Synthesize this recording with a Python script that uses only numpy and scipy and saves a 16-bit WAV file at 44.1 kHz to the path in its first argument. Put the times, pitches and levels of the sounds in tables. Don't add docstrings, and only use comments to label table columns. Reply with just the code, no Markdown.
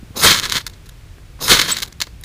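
import sys
import numpy as np
from scipy import signal
from scipy.fft import rfft, irfft, next_fast_len
from scipy.io import wavfile
from scipy.ndimage import uniform_filter1d, map_coordinates

SR = 44100
rng = np.random.default_rng(int(sys.argv[2]) if len(sys.argv) > 2 else 0)


def store_pcm(level_fs):
    pcm = np.round(np.clip(level_fs, -1, 1) * 32767).astype(np.int16)
    wavfile.write(sys.argv[1], SR, np.atleast_2d(pcm).T)


N = 98828
T = np.arange(N) / SR
FLICKER_DB = 1.5


def amp(db):
    return 10 ** (np.asarray(db) / 20)


def unit(x):
    return x / np.sqrt(np.mean(x ** 2) + 1e-20)


def wobble(rate):
    knots = rng.standard_normal(int(N * rate / SR) + 4)
    return map_coordinates(knots, [T * rate])


def level_curve(rows):
    return np.interp(T, *np.transpose(rows), left=-120, right=-120)


def ring(points, size=8192):
    hz, db = np.transpose(points)
    f = np.fft.rfftfreq(size, 1 / SR) + 1
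    gain = amp(np.interp(np.log(f), np.log(hz + 1), db))
    cepstrum = irfft(np.log(np.maximum(gain, 1e-6)))
    cepstrum[1:size // 2] *= 2
    cepstrum[size // 2 + 1:] = 0
    response = irfft(np.exp(rfft(cepstrum)))
    return response / np.linalg.norm(response)


def through(x, response):
    return signal.fftconvolve(x, response)[:N]


def lowpass(x, hz):
    sos = signal.butter(2, min(hz, SR / 2 - 1), fs=SR, output='sos')
    return signal.sosfilt(sos, x)


def noise(points):
    response = ring(points)
    white = rng.standard_normal(N + len(response) - 1)
    return unit(signal.fftconvolve(white, response, 'valid'))


def grains(per_s, spread_db, even_s=0.0036):
    hit = rng.random(N) < per_s / SR
    size = amp(spread_db * np.clip(rng.standard_normal(N), -2, 2))
    x = hit * size * np.sign(rng.standard_normal(N))
    power = np.abs(uniform_filter1d(x ** 2, max(int(even_s * SR), 2)))
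    return x / np.sqrt(power + 1e-4)


def gate(start, length, attack, release):
    fade = np.exp(-np.maximum(T - start - length, 0) / release)
    return np.clip((T - start) / attack, 0, 1) * fade


def swell(peak, rise, fall):
    return np.exp(-np.maximum((peak - T) / rise, (T - peak) / fall))


REGISTER_BORDERS = [900, 1900, 3400, 5500, 9500]


def patchwork(source):
    size = next_fast_len(N + SR // 8)
    f = np.fft.rfftfreq(size, 1 / SR)
    below = [0 * f] + [1 / (1 + (f / hz) ** 6) for hz in sorted(REGISTER_BORDERS)] + [1 + 0 * f]
    total = np.zeros(N)
    for lower, upper in zip(below, below[1:]):
        band_gain = np.sqrt(np.abs(upper - lower))
        total += irfft(rfft(source(), size) * band_gain, size)[:N]
    return total


# f/Hz, level/dB per Hz
AIR_SPECTRUM = [(150, -43), (250, -11.5), (434, -4), (781, -10.5), (837, -10.5), (1950, -10), (2160, -10),
                (2490, -10.5), (8620, -20), (15500, -26.5)]
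# f/Hz, level/dB per Hz
RUMBLE_SPECTRUM = [(12, -42), (20, -10), (38, 2), (103, -3.5), (140, -7.5), (177, -14), (219, -20),
                   (245, -20), (400, -24.5), (520, -76), (880, -120)]
AIR_DB, RUMBLE_DB = -51.5, -39.5


def forest_floor():
    air = amp(AIR_DB + 1.1 * wobble(3.06)) * noise(AIR_SPECTRUM)
    rumble = amp(RUMBLE_DB + 0.59 * wobble(8.26)) * noise(RUMBLE_SPECTRUM)
    return air + rumble


def tail(t60):
    t = T[:SR // 2]
    scatter = rng.standard_normal(len(t)) * amp(-60 * t / t60) * (t > .0003)
    return scatter / np.linalg.norm(scatter)


NEAR_DB, NEAR_T60_S = -12, 0.014
WOODS_DB, WOODS_T60_S = -24, 0.3


def echoes(close_sound):
    near = amp(NEAR_DB) * through(close_sound, tail(NEAR_T60_S))
    woods = amp(WOODS_DB) * through(close_sound, tail(WOODS_T60_S))
    return near + woods


# t/s, level/dB, low-pass corner f/Hz
BUMPS_ON_BARK = [(0.028, -31.5, 120), (.105, -33.5, 127), (.262, -23, 202), (1.18, -45, 1500),
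                 (1.39, -39.5, 2000), (1.521, -12.5, 600), (2.07, -40.5, 1800)]
# f/Hz, level/dB per Hz
BARK_SPECTRUM = [(30, -25), (90, -2), (160, 8), (280, -1), (450, -2), (1100, -2), (3000, -7)]
# start t/s, length/s, level/dB
RUBS_ON_WOOD = [(0.136, 0.44, -39), (.69, .08, -52.5), (1.398, 0.29, -35), (1.712, 0.15, -44)]
# f/Hz, level/dB per Hz
RUB_SPECTRUM = [(60, -1.5), (150, 4.5), (270, -5), (430, -2), (600, -9.5), (850, -7), (1400, -12.5),
                (3000, -31.5)]
BUMP_FALL_S, RUB_ATTACK_S, RUB_RELEASE_S = 0.0042, .015, 0.032


def hands():
    knocks = np.zeros(N)
    for start, db, corner_hz in BUMPS_ON_BARK:
        thud = unit(lowpass(noise(BARK_SPECTRUM), corner_hz))
        knocks += thud * amp(db) * gate(start, 0.0053, 0.0013, BUMP_FALL_S)
    rubbing = sum(amp(db) * gate(start, length, RUB_ATTACK_S, RUB_RELEASE_S)
                  for start, length, db in RUBS_ON_WOOD)
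    return knocks + rubbing * amp(1.2 * wobble(49.7)) * noise(RUB_SPECTRUM)


# t/s, pitch f/Hz, level/dB
SQUEAK_COURSE = [(1.714, 7860, -48), (1.717, 7670, -12), (1.721, 7640, -14.5), (1.726, 7850, -13.5),
                 (1.734, 7950, -25), (1.742, 7580, -41)]
SQUEAK_WAVER_HZ, OVERTONE_DB = 170, -12


def squeak():
    s, hz, db = np.transpose(SQUEAK_COURSE)
    pitch_hz = np.interp(T, s, hz) + SQUEAK_WAVER_HZ * wobble(600)
    phase = 2 * np.pi * np.cumsum(pitch_hz) / SR
    level = amp(level_curve(np.transpose([s, db])) + wobble(403))
    tone = np.sin(phase) + amp(OVERTONE_DB) * np.sin(2 * phase)
    return np.sqrt(2) * level * tone


# start t/s, length/s, mid-slide level/dB
STRIKER_SLIDES = [(0.154, 0.1, -21.5), (1.399, .08, -24.5)]
# f/Hz, level/dB per Hz
STEEL_SPECTRUM = [(100, -2.5), (300, -1), (600, -2.5), (850, -0.5), (1200, -2.5), (1750, -14), (2300, -11),
                  (2600, -4.5), (3100, -13), (3900, 1), (4400, -3), (5100, 4.5), (5700, -5.5), (6600, 0.5),
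                  (8200, -12.5), (10000, -4), (11300, -9.5), (13500, -2.5), (15500, -9.5)]
SLIDE_ATTACK_S, SLIDE_RELEASE_S, SLIDE_SWELL_DB_PER_S = 0.014, 0.013, 25
SLIDE_TREBLE_HZ, TREBLE_ATTACK_S = 8000, 0.034


def slide():
    force, speed = np.zeros(N), np.zeros(N)
    for start, length, db in STRIKER_SLIDES:
        from_middle = np.clip(T - start - length / 2, -length, length / 2)
        level = amp(db + SLIDE_SWELL_DB_PER_S * from_middle)
        force += level * gate(start, length, SLIDE_ATTACK_S, SLIDE_RELEASE_S)
        speed += gate(start, 2 * length, TREBLE_ATTACK_S, SLIDE_RELEASE_S)
    texture = patchwork(lambda: amp(3.5 * wobble(90)) * grains(6000, spread_db=5.5))
    slips = force * amp(1.2 * wobble(130)) * texture
    dull = lowpass(lowpass(slips, SLIDE_TREBLE_HZ)[::-1], SLIDE_TREBLE_HZ)[::-1]
    treble = slips - dull
    return through(dull + speed * treble, ring(STEEL_SPECTRUM))


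# start t/s, length/s, crackle level/dB, sizzle level/dB
STRAY_SPUTTERS = [(0.665, 0.0062, -26.5, -33.5), (.674, 0.0047, -30, -39), (0.697, 0.0033, -40, -46),
                  (0.732, 0.011, -46.5, -75), (0.857, 0.013, -48.5, -53), (0.89, 0.0056, -39.5, -44),
                  (1.7682, 0.0029, -17.5, -31), (1.785, 0.004, -23.5, -32), (1.82, 0.017, -23, -31),
                  (1.841, 0.015, -39.5, -47), (1.875, 0.0089, -41, -46), (1.924, .004, -38, -54),
                  (2.002, 0.0047, -21.5, -39), (2.014, 0.0093, -18, -39), (2.025, 0.016, -33, -50),
                  (2.069, 0.0032, -39.5, -50), (2.2115, .001, -50, -36.5), (2.2365, 0.0017, -29.5, -36)]
# t/s, peak level/dB
STRAY_POPS = [(0.3284, 0), (0.3455, 2), (0.389, -2), (0.3985, 5.5), (0.4541, -2), (.498, 0.5), (0.5227, 11),
              (0.5288, -8), (0.5487, -5), (0.5698, 1.5), (0.5843, -7.5), (0.6668, -5), (1.4264, -6.5),
              (1.482, 7), (1.5996, 1), (1.6156, 13), (1.636, -14), (1.682, -10), (1.8034, -8), (1.8254, -2),
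              (1.8317, -0.5), (1.8613, -20), (1.928, -20), (2.0039, -22), (2.0157, 1), (2.0209, 5.5)]
# f/Hz, level/dB per Hz
SNAP_SPECTRUM = [(100, -15), (700, -12), (1100, -4.5), (1700, -1), (2500, -7), (4200, 2), (5900, -5.5),
                 (7500, -3), (8800, -22), (15500, -17)]
# f/Hz, level/dB per Hz
CRACK_SPECTRUM = [(100, -39), (700, -23), (1300, -2), (2500, -2), (4200, 3.5), (6500, -1), (9000, -10),
                  (15500, -10.5)]
# f/Hz, level/dB per Hz
SIZZLE_SPECTRUM = [(2000, -30), (7000, -15), (10000, 6), (12000, 3), (15500, -3)]
SPUTTER_ATTACK_S, SPUTTER_FALL_S, SPUTTER_PER_S = 0.00026, .0015, 2500


def strays():
    crackle_level, sizzle_level = np.zeros(N), np.zeros(N)
    for start, length, crackle_db, sizzle_db in STRAY_SPUTTERS:
        envelope = gate(start, length, SPUTTER_ATTACK_S, SPUTTER_FALL_S)
        crackle_level += amp(crackle_db) * envelope
        sizzle_level += amp(sizzle_db) * envelope
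    snaps = crackle_level * grains(SPUTTER_PER_S, spread_db=0.5, even_s=.004)
    crackle = through(snaps, ring(SNAP_SPECTRUM))
    bursts, crack = np.zeros(N), ring(CRACK_SPECTRUM)
    for s, db in STRAY_POPS:
        bursts[min(round(s * SR), N - 1)] += amp(db) / np.abs(crack).max()
    return crackle + sizzle_level * noise(SIZZLE_SPECTRUM) + through(bursts, crack)


# peak t/s, rise/s, fizz fall/s, fizz level/dB (0 = 3 dB over rms 1), whoosh level/dB
SHAVING_FLARES = [(0.246, 0.015, 0.03, -12, -18), (1.508, 0.021, 0.031, -16, -18)]
# f/Hz, level/dB per Hz
FIZZ_SPECTRUM = [(300, -14.5), (900, 0.5), (1400, 6), (2200, -5.5), (3400, -12), (5500, -7.5), (7500, -5.5),
                 (10000, 0), (11500, -5.5), (15500, -9.5)]
# f/Hz, level/dB per Hz
WHOOSH_SPECTRUM = [(25, 1), (60, 3.5), (110, -3.5), (165, 0), (270, -16), (430, 0.5), (700, -10),
                   (1200, -7), (2500, -46)]
WHOOSH_LAG_S, WHOOSH_FALL_S = 0.0037, 0.039


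def flare():
    fizz_level, whoosh_level = np.zeros(N), np.zeros(N)
    for peak, rise, fall, fizz_db, whoosh_db in SHAVING_FLARES:
        fizz_level += amp(fizz_db + 3) * swell(peak, rise, fall)
        whoosh_level += amp(whoosh_db) * swell(peak + WHOOSH_LAG_S, rise, WHOOSH_FALL_S)
    flicker = amp(FLICKER_DB * wobble(220))
    fizz = through(fizz_level * flicker * grains(8000, spread_db=7), ring(FIZZ_SPECTRUM))
    return fizz + whoosh_level * noise(WHOOSH_SPECTRUM)


# t/s, level/dB
FIRST_SHOWER = [(0.215, -26), (0.24, -12.5), (0.262, -9), (0.28, -10.5), (0.291, -14), (0.308, -8.5),
                (0.322, -12), (0.355, -19.6), (0.372, -21.5), (0.386, -19), (0.398, -23.5), (0.415, -28),
                (0.432, -24), (0.462, -21.5), (0.472, -31), (0.515, -27), (0.527, -21), (0.538, -24.5),
                (0.565, -19.5), (0.584, -22), (0.594, -32.5), (0.617, -33), (0.63, -63)]
# t/s, level/dB
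SECOND_SHOWER = [(1.472, -30.5), (1.497, -13.5), (1.517, -6), (1.537, -10), (1.554, -15.5), (1.565, -14),
                 (1.585, -21), (1.597, -10), (1.607, -20.5), (1.619, -15.5), (1.631, -22.5), (1.677, -25),
                 (1.694, -17), (1.708, -19.1), (1.739, -27.5), (1.765, -28), (1.8, -30.5), (1.817, -41.5)]
# f/Hz, level/dB per Hz
SPARK_SPECTRUM = [(60, -3), (160, 0), (300, -8.5), (780, -13), (1000, -3), (1350, 1), (1900, -1),
                  (2250, -1.5), (2850, -2), (3400, 2.5), (4400, 1), (5600, -4.5), (7000, -6), (8500, -12.5),
                  (12000, -19.5), (15500, -17)]
SPARKS_PER_S, CROWDING_PER_DB = 6000, 0.0878
SIZZLE_DB, SIZZLE_FOLLOWS = -33.5, 0.52


def shower():
    level_db = np.maximum(level_curve(FIRST_SHOWER), level_curve(SECOND_SHOWER))
    per_s = SPARKS_PER_S * 10 ** (CROWDING_PER_DB * (np.maximum(level_db, -30) + 11.5))
    fine = patchwork(lambda: amp(FLICKER_DB * wobble(130)) * grains(per_s, spread_db=4.5))
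    coarse = grains(per_s / 2, spread_db=5.5, even_s=0.013)
    sparks = amp(level_db + FLICKER_DB * wobble(220)) * (fine + amp(-7.5) * coarse)
    sizzle_db = np.minimum(SIZZLE_DB + SIZZLE_FOLLOWS * (level_db + 17), level_db - 16.5)
    sizzle = amp(sizzle_db + FLICKER_DB * wobble(150)) * noise(SIZZLE_SPECTRUM)
    return through(sparks, ring(SPARK_SPECTRUM)) + sizzle


def scene():
    close_sound = hands() + squeak() + slide() + strays() + flare() + shower()
    return (forest_floor() + echoes(close_sound) + close_sound)[None]


CLIP_TOP, TOP_HZ = 1.0, 15500


def record(dry):
    clipped = dry / (1 + np.abs(dry / CLIP_TOP) ** 8) ** (1 / 8)
    size = next_fast_len(N + SR // 4)
    in_band = np.fft.rfftfreq(size, 1 / SR) < TOP_HZ
    return irfft(rfft(clipped, size) * in_band, size)[:, :N]


dry = scene()
out = record(dry)
store_pcm(out)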